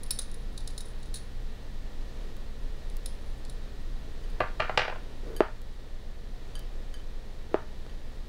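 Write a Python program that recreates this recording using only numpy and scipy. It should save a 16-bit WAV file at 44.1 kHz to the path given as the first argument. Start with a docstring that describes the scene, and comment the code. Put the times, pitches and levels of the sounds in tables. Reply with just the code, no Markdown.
"""A whisk swishes softly through flour in a glass bowl on a stone counter, and pings the bowl's ringing wall.
A small glass dish is tapped against the whisk's wires, then knocks and bounces on the stone in damped modes.
The heavy bowl drags in short rubs and rocks onto the counter, twice strongly and once faintly.
The place is a small kitchen, heard through one channel: direct contacts, dense early echo, rumble, hiss and hum.
"""
import sys
import numpy as np
from scipy import signal
from scipy.fft import rfft, irfft
from scipy.io import wavfile
from scipy.ndimage import uniform_filter1d

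SR = 44100
rng = np.random.default_rng(int(sys.argv[2]) if len(sys.argv) > 2 else 0)


def put_to_file(sound):
    """Save the sound as 16-bit audio at rate SR, in the file named by the first command-line argument."""
    columns = np.atleast_2d(sound).T  # one column per channel
    safe = np.clip(columns, -1, 1)
    whole_steps = np.round(safe * 32767)
    wavfile.write(sys.argv[1], SR, whole_steps.astype(np.int16))


N = 365148   # length in samples

# All spectra below are relative densities: level_db is per Hz.
# loudness curve of the whisk's swish through flour: time_s, level_db
SWISH_LOUDNESS = [(0, -58.5), (1.8, -60.5), (2.25, -52.5), (2.5, -61.5), (2.9, -56.5), (3.9, -59),
                  (4.3, -54.5), (5.1, -52.5), (5.7, -56.5), (6.2, -57.5), (6.5, -51.5), (6.8, -54.5),
                  (7.8, -56), (8.28, -56)]
# colour of the flour swish: pitch_hz, level_db
FLOUR_SPECTRUM = [(120, -24), (250, 3), (450, 6), (800, -4), (1500, -12), (4000, -13), (9000, -27),
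                  (16000, -36)]
# the whisk pings the bowl's wall: start_s, level_db, contact_brightness_hz
WALL_PINGS = [(4.238, -54, 9000), (4.30, -55, 11800), (5.3644, -39.5, 15000), (6.5537, -37.5, 8800),
              (6.9409, -42, 7540), (7.865, -59, 6500), (7.896, -54, 7000)]
# ring of the glass wall: pitch_hz, level_db, t60_s
GLASS_MODES = [(1680, -9, 0.085), (3063, 1, 0.12), (4704, 1, 0.04), (6590, -7, 0.052), (8560, -8, 0.056),
               (9830, -6, 0.054), (10850, -2, 0.061), (13330, -6, .05)]
# crack of wire on glass: pitch_hz, level_db
WIRE_GRIT = [(400, -13), (1500, -2), (5000, -12), (10000, -2), (15000, -6)]

# the dish taps the wires: start_s, level_db, graze_s,
# scratch_db (dry scratch against the ring), second_touch_db (against the first)
DISH_TAPS = [(0.033, -39, 0.0055, -16, -13), (0.107, -24, 0.0056, -15.5, -33),
             (0.1886, -28.5, 0.0059, -4.5, -13), (0.314, -48.5, 0.004, -5, 2.5),
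             (0.577, -39, 0.0048, 6, -10), (0.675, -37.5, .0053, 2, -14), (0.778, -36.5, 0.0078, 0, -4),
             (0.853, -51, 0.015, -5, -5.5), (1.028, -51, 0.0069, 14, -6), (1.141, -36, 0.0073, -4.5, -9),
             (1.155, -39.5, 0.013, 2, -16), (2.899, -49, 0.0023, 3, -20), (3.059, -33.5, 0.0043, -7, -33),
             (3.45, -48, 0.0043, 11, -18), (3.4965, -44.5, 0.0051, -1, -18)]
# ring of the wires: pitch_hz, level_db, t60_s
WIRE_MODES = [(3950, -18.5, 0.016), (4440, -20.5, 0.029), (5330, -7, 0.008), (7900, -21, 0.014),
              (9670, 2.5, 0.016), (9840, -5, 0.016), (10600, -36, .006)]
# dry scratch of glass on wire: pitch_hz, level_db
SCRATCH_SPECTRUM = [(300, -22), (1500, -10), (2900, -17.5), (3800, 10), (5500, -3), (6100, -2), (7000, -1),
                    (10800, -5.5), (11800, -30), (15500, -24)]
SWING_BACK_S = 0.028   # the springy wires meet the dish again this long after a tap
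# the dish rests on the wires and brushes them at random: start_s, end_s
RESTS = [(0.03, 1.2), (3.071, 3.36)]
BRUSHES_PER_S, BRUSH_S = 14, 0.032
BRUSH_DB, BRUSH_SPREAD_DB, BRUSH_SCRATCH_DB = -68, 0.5, -9

# the dish knocks on the counter: start_s, level_db, contact_brightness_hz,
# first_bounce_s (after the knock), first_bounce_loss_db (below the knock)
DISH_KNOCKS = [(4.4042, -17.5, 1380, 0.0084, 7.5), (4.598, -25, 710, .008, 16),
               (4.6015, -20.5, 2410, .019, 9), (4.694, -24, 1200, .005, 15), (4.775, -14, 4100, .0178, 6.5),
               (4.879, -26, 1900, .019, 4.5)]
# ring of the dish on stone: pitch_hz, level_db, t60_s
DISH_MODES = [(110.5, -16, 0.097), (235, -18.5, 0.042), (384, -10.5, 0.046), (492, -6, 0.063),
              (622, 0.5, 0.037), (757, -4.5, 0.064), (882, -12.5, 0.17), (1050, -19, 0.062),
              (1136, -6, 0.024), (1220, -11, 0.035), (1400, -6.5, 0.043), (1590, -4.5, 0.032),
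              (1645, -7, 0.021), (1945, -2, 0.018), (2334, -1.5, 0.025), (2474, 0, 0.028),
              (2770, -1, 0.025), (3080, -2, 0.013), (3520, -23, .008), (4200, -1.5, 0.016),
              (4870, -10, 0.0098), (6450, -11, 0.009)]
# crack of glass on stone: pitch_hz, level_db
STONE_GRIT = [(100, -3.5), (300, -15), (600, 0.5), (1400, 2), (2800, 0), (4500, -3.5), (7000, -10.5),
              (15000, -23)]
# the dish rocks from edge to edge: each bounce is later, weaker and duller
BOUNCES = 3
BOUNCE_GAP_GROWTH, BOUNCE_DULLING, BOUNCE_LOSS_POWER = 1.35, 0.78, 0.8   # ratio, ratio, exponent

# the bowl rocks onto the counter: start_s, level_db, contact_brightness_hz
BOWL_THUDS = [(5.406, -7, 1460), (7.5435, -12, 1220), (7.865, -41, 2800)]
# heavy, damped ring of the full bowl: pitch_hz, level_db, t60_s
THUD_MODES = [(360, -2, 0.052), (414, 10.5, 0.022), (614, -0.5, 0.054), (850, -11.5, 0.048),
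              (1210, -5.5, .018), (1700, -4, 0.01), (2570, 3.5, 0.0035), (4350, -5, 0.011)]
# the bowl's foot drags on the stone: start_s, end_s, level_db
FOOT_DRAGS = [(5.214, 5.394, -38.5), (7.494, 7.525, -42.5)]
# dull rub of the foot: pitch_hz, level_db
DRAG_SPECTRUM = [(150, -13), (290, -6), (480, 0), (650, -19), (1000, -25), (1500, -23.5), (2500, -39),
                 (8000, -50)]
SLIP_GAP_S, SLIP_S, DRAG_SWELL_DB = 0.033, 0.037, 8.5   # slips swell and ease off
# tiny dry ticks: start_s, level_db
DRY_TICKS = [(2.367, -52), (2.9688, -43), (5.6177, -50), (6.594, -42)]

# low rumble: pitch_hz, level_db
RUMBLE_SPECTRUM = [(4, -36), (12, 4.5), (19, 5.5), (25, 15.5), (36, 0.5), (52, -6.5), (62, -25), (80, -22),
                   (120, -51)]
# still air of the room: pitch_hz, level_db
ROOM_SPECTRUM = [(60, 5), (110, 6.5), (160, 1), (220, 2.5), (350, -5), (450, -2), (700, -9.5), (1300, -14),
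                 (2800, -18), (3900, -15), (5200, -22), (10000, -33.5), (12500, -52), (16000, -68)]
RUMBLE_DB, ROOM_TONE_DB = -38, -49
# a running machine, mains hum and a faint whine: pitch_hz, width_hz, level_db
HUM_LINES = [(16.47, 0.076, -36), (28.9, 0.031, -43), (59.3, 0.67, -48.5), (120, 0.26, -56.5),
             (208, 2.09, -64.5), (1680, 6.7, -87), (1754, 4, -70.5), (1890, 25.4, -68.5)]
# colour of the kitchen's echo: pitch_hz, level_db
ECHO_SPECTRUM = [(100, -8), (350, -22), (650, -10), (1400, -2), (3000, -6.5), (5000, -5), (10000, -10),
                 (16000, -18)]
# decay of the kitchen's echo: pitch_hz, t60_s
ECHO_DECAY = [(100, 0.092), (1200, .27), (4000, 0.3), (10000, 0.22), (16000, 0.19)]

CUTOFF_HZ = 15650
RING_SIZE = 8192      # samples in one contact sound
LEVEL_WINDOW = 176    # samples, about 4 ms


def flour(grain_db):
    """Wires plough through powder: countless soft grains of uneven strength on a moving loudness curve."""
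    grains = rng.standard_normal(N) * from_db(grain_db * rng.standard_normal(N))
    swish_db = np.interp(np.arange(N) / SR, *np.transpose(SWISH_LOUDNESS))
    return from_db(swish_db) * coloured(grains, FLOUR_SPECTRUM)


def wall_pings():
    """Wire strikes set the bowl's glass wall ringing, with a brief crack at contact."""
    return strikes(WALL_PINGS, GLASS_MODES, WIRE_GRIT, grit_db=-1.5, grit_s=0.0017)


def taps():
    """Each dish tap is followed by a second touch as the wires swing back."""
    out = np.zeros(N)
    for start_s, level_db, graze_s, scratch_db, second_db in DISH_TAPS:
        add(out, start_s, level_db, touch(graze_s, scratch_db))
        add(out, start_s + SWING_BACK_S, level_db + second_db, touch(graze_s, scratch_db))
    return out


def brushes():
    """While the dish rests on the whisk, faint touches keep the wires shimmering."""
    out = np.zeros(N)
    for rest_start_s, rest_end_s in RESTS:
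        for slot_s in np.arange(rest_start_s, rest_end_s, 1 / BRUSHES_PER_S):
            start_s = slot_s + rng.random() / BRUSHES_PER_S
            level_db = BRUSH_DB + BRUSH_SPREAD_DB * rng.standard_normal()
            add(out, start_s, level_db, touch(BRUSH_S, BRUSH_SCRATCH_DB))
    return out


def touch(graze_s, scratch_db):
    """Glass grazes wire: a dry scratch, and the wires' ring."""
    slips = graze(graze_s)
    wire_ring = rms_one(ring(slips, WIRE_MODES))
    return wire_ring + from_db(scratch_db) * coloured(slips, SCRATCH_SPECTRUM)


def dish_knocks():
    """The dish hits and bounces on stone: damped glass modes and a gritty crack."""
    return strikes(bounces(), DISH_MODES, STONE_GRIT, grit_db=-1, grit_s=0.0053)


def bounces():
    """List every knock and its bounces, with widening gaps and falling level and brightness."""
    k = np.arange(BOUNCES + 1)
    gaps_gone = np.r_[0, np.cumsum(BOUNCE_GAP_GROWTH ** k[:-1])]
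    events = []
    for start_s, level_db, bright_hz, gap_s, loss_db in DISH_KNOCKS:
        for i in k:
            bounce_s = start_s + gap_s * gaps_gone[i]
            bounce_db = level_db - loss_db * i ** BOUNCE_LOSS_POWER
            events.append((bounce_s, bounce_db, bright_hz * BOUNCE_DULLING ** i))
    return events


def thuds(low_cut_hz):
    """The bowl always lands on its foot, and is too small to radiate deep bass."""
    out = np.zeros(N)
    low_cut = signal.butter(2, low_cut_hz, "high", fs=SR)
    for start_s, level_db, bright_hz in BOWL_THUDS:
        force = signal.lfilter(*low_cut, blow(bright_hz))
        add(out, start_s, level_db, -ring(force, THUD_MODES))
    return out


def drags():
    """The bowl shifts in runs of short, dull rubs, strongest in the middle."""
    out = np.zeros(N)
    for drag_start_s, drag_end_s, level_db in FOOT_DRAGS:
        for slip_s in np.arange(drag_start_s + SLIP_GAP_S / 2, drag_end_s, SLIP_GAP_S):
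            push = np.sin(np.pi * (slip_s - drag_start_s) / (drag_end_s - drag_start_s))
            slip_db = level_db - DRAG_SWELL_DB * (1 - push)
            add(out, slip_s, slip_db, coloured(graze(SLIP_S), DRAG_SPECTRUM))
    return out


def ticks():
    """Bare, bright clicks with no ring: impulses with their lows filtered away."""
    out = np.zeros(N)
    click = signal.lfilter(*signal.butter(1, 3500, "high", fs=SR), signal.unit_impulse(512))
    for start_s, level_db in DRY_TICKS:
        add(out, start_s, level_db, click)
    return out


def kitchen(x, first_echo_s):
    """Dense reflections from cupboards and walls, dying band by band."""
    t = np.arange(SR // 2) / SR
    white = rng.standard_normal((2, len(t)))
    tail = np.zeros(len(t))
    edges = np.geomspace(90, 17000, 16)
    for k, (low_hz, high_hz) in enumerate(zip(edges, edges[1:])):
        band_filter = signal.butter(2, [low_hz, high_hz], "band", fs=SR, output="sos")
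        band = signal.sosfilt(band_filter, white[k % 2])   # neighbouring bands use separate noises
        t60_s = at_hz(ECHO_DECAY, np.sqrt(low_hz * high_hz))
        tail += band * np.exp(-np.log(1000) * t / t60_s)
    # silent until the first echo, at full strength by twice that time
    build_up = np.clip(t / first_echo_s - 1, 0, 1)
    # the field is diffuse, so no narrow band stands out of the room's colour
    spectrum = rfft(tail * build_up, SR)
    spectrum /= np.sqrt(uniform_filter1d(np.abs(spectrum) ** 2, size=50) + 1e-12)
    colour = from_db(at_hz(ECHO_SPECTRUM, np.arange(len(spectrum))))   # bins are 1 Hz apart
    response = irfft(spectrum * colour, SR)[:len(t)]
    return signal.fftconvolve(x, response * build_up)[:N]


def background():
    """Low rumble, an even hiss, and hum lines broadened by randomly wandering phase."""
    out = from_db(RUMBLE_DB) * coloured(rng.standard_normal(N), RUMBLE_SPECTRUM)
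    out += from_db(ROOM_TONE_DB) * coloured(rng.standard_normal(N), ROOM_SPECTRUM)
    for pitch_hz, width_hz, level_db in HUM_LINES:
        wander = np.sqrt(2 * np.pi * width_hz / SR) * rng.standard_normal(N)
        phase = np.cumsum(2 * np.pi * pitch_hz / SR + wander)
        out += from_db(level_db) * np.sqrt(2) * np.sin(phase)
    return out


def strikes(events, modes, grit, grit_db, grit_s):
    """Blows at changing spots on one body: its ring, and a gritty crack while surfaces settle."""
    out = np.zeros(N)
    for start_s, level_db, bright_hz in events:
        force = blow(bright_hz)
        rough_force = signal.fftconvolve(graze(grit_s), force)[:RING_SIZE]
        crack = level_one(coloured(rough_force, grit))
        body = level_one(ring(force, modes, contact_spot(modes)))
        add(out, start_s, level_db, body + from_db(grit_db) * crack)
    return out


def contact_spot(modes):
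    """Neighbouring modes swing against each other; each spot meets them with its own strengths."""
    signs = np.resize([1, -1], (len(modes), 1))
    return signs * from_db(rng.standard_normal((len(modes), 1)))


def ring(force, modes, weights=1):
    """A force sets damped modes ringing; weights say how well the contact reaches each."""
    t = np.arange(RING_SIZE) / SR
    pitch_hz, level_db, t60_s = np.array(modes).T[:, :, None]
    decay = from_db(level_db - 60 * t / t60_s)
    response = np.sum(weights * decay * np.cos(2 * np.pi * pitch_hz * t), axis=0)
    return signal.fftconvolve(force, response)[:RING_SIZE]


def blow(bright_hz):
    """One short push; the softer the contact, the duller."""
    softness = signal.butter(2, min(bright_hz, 0.45 * SR), fs=SR)
    return signal.lfilter(*softness, signal.unit_impulse(512))


def graze(length_s):
    """A quick run of tiny random slips that swells and dies."""
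    age = np.arange(RING_SIZE) / SR / (length_s / 2)
    return rng.standard_normal(RING_SIZE) * np.sqrt(age) * np.exp(-age)


def add(track, start_s, level_db, sound):
    """Place a sound at a time, with the given level at its loudest; its far end fades to nothing."""
    start = int(start_s * SR)
    fade = np.minimum(np.linspace(2, 0, len(sound)), 1) ** 2
    part = level_one(sound * fade)[:N - start]
    track[start:start + len(part)] += from_db(level_db) * part


def level_one(sound):
    """Scale a sound so that its loudest 4 ms have an rms of 1."""
    return sound / np.sqrt(uniform_filter1d(sound ** 2, size=LEVEL_WINDOW).max())


def rms_one(x):
    """Scale to an rms of 1."""
    return x / np.sqrt(np.mean(x ** 2) + 1e-20)


def coloured(x, spectrum):
    """Give noise a spectrum and an rms of 1."""
    gain = from_db(at_hz(spectrum, np.fft.rfftfreq(len(x), 1 / SR)))
    return rms_one(np.fft.irfft(rfft(x) * gain, len(x)))


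def at_hz(points, hz):
    """Read a table along a log-frequency axis."""
    table = np.array(points)
    return np.interp(np.log(np.maximum(hz, 1)), np.log(table[:, 0]), table[:, 1])


def from_db(db):
    """Decibels to gain."""
    return 10 ** (np.asarray(db) / 20)


def gain_control(x, threshold_db, slope, release_db_per_s):
    """Loud blows turn the gain down by slope dB per dB over threshold, and it creeps back."""
    level_db = 10 * np.log10(np.abs(uniform_filter1d(x[0] ** 2, size=LEVEL_WINDOW)) + 1e-12)
    recovery_db = release_db_per_s * np.arange(N) / SR
    wanted_cut_db = slope * np.maximum(level_db - threshold_db, 0)
    # the deepest cut holds, less what has been recovered since
    cut_db = np.maximum.accumulate(wanted_cut_db + recovery_db) - recovery_db
    return x * from_db(-cut_db)


def scene():
    """All contacts but the dry ticks echo in the same small kitchen, over flour and background."""
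    swish = flour(grain_db=6)
    pings = wall_pings()
    whisk = taps() + brushes()
    dish = dish_knocks()
    bowl = thuds(low_cut_hz=176) + drags()
    # how strongly each source feeds the room
    to_room = from_db(-1.5) * whisk + from_db(1.55) * dish + bowl + from_db(2.5) * pings
    echo = kitchen(to_room, first_echo_s=0.0027)
    return (whisk + dish + bowl + pings + echo + ticks() + swish + background())[None]


def record(dry):
    """One microphone channel: gain control, then the top is cut steeply."""
    levelled = gain_control(dry, threshold_db=-21.5, slope=0.2, release_db_per_s=0.44)
    top_cut = signal.ellip(10, 0.1, 80, CUTOFF_HZ, fs=SR, output="sos")
    return signal.sosfilt(top_cut, levelled)


dry = scene()
out = record(dry)
put_to_file(out)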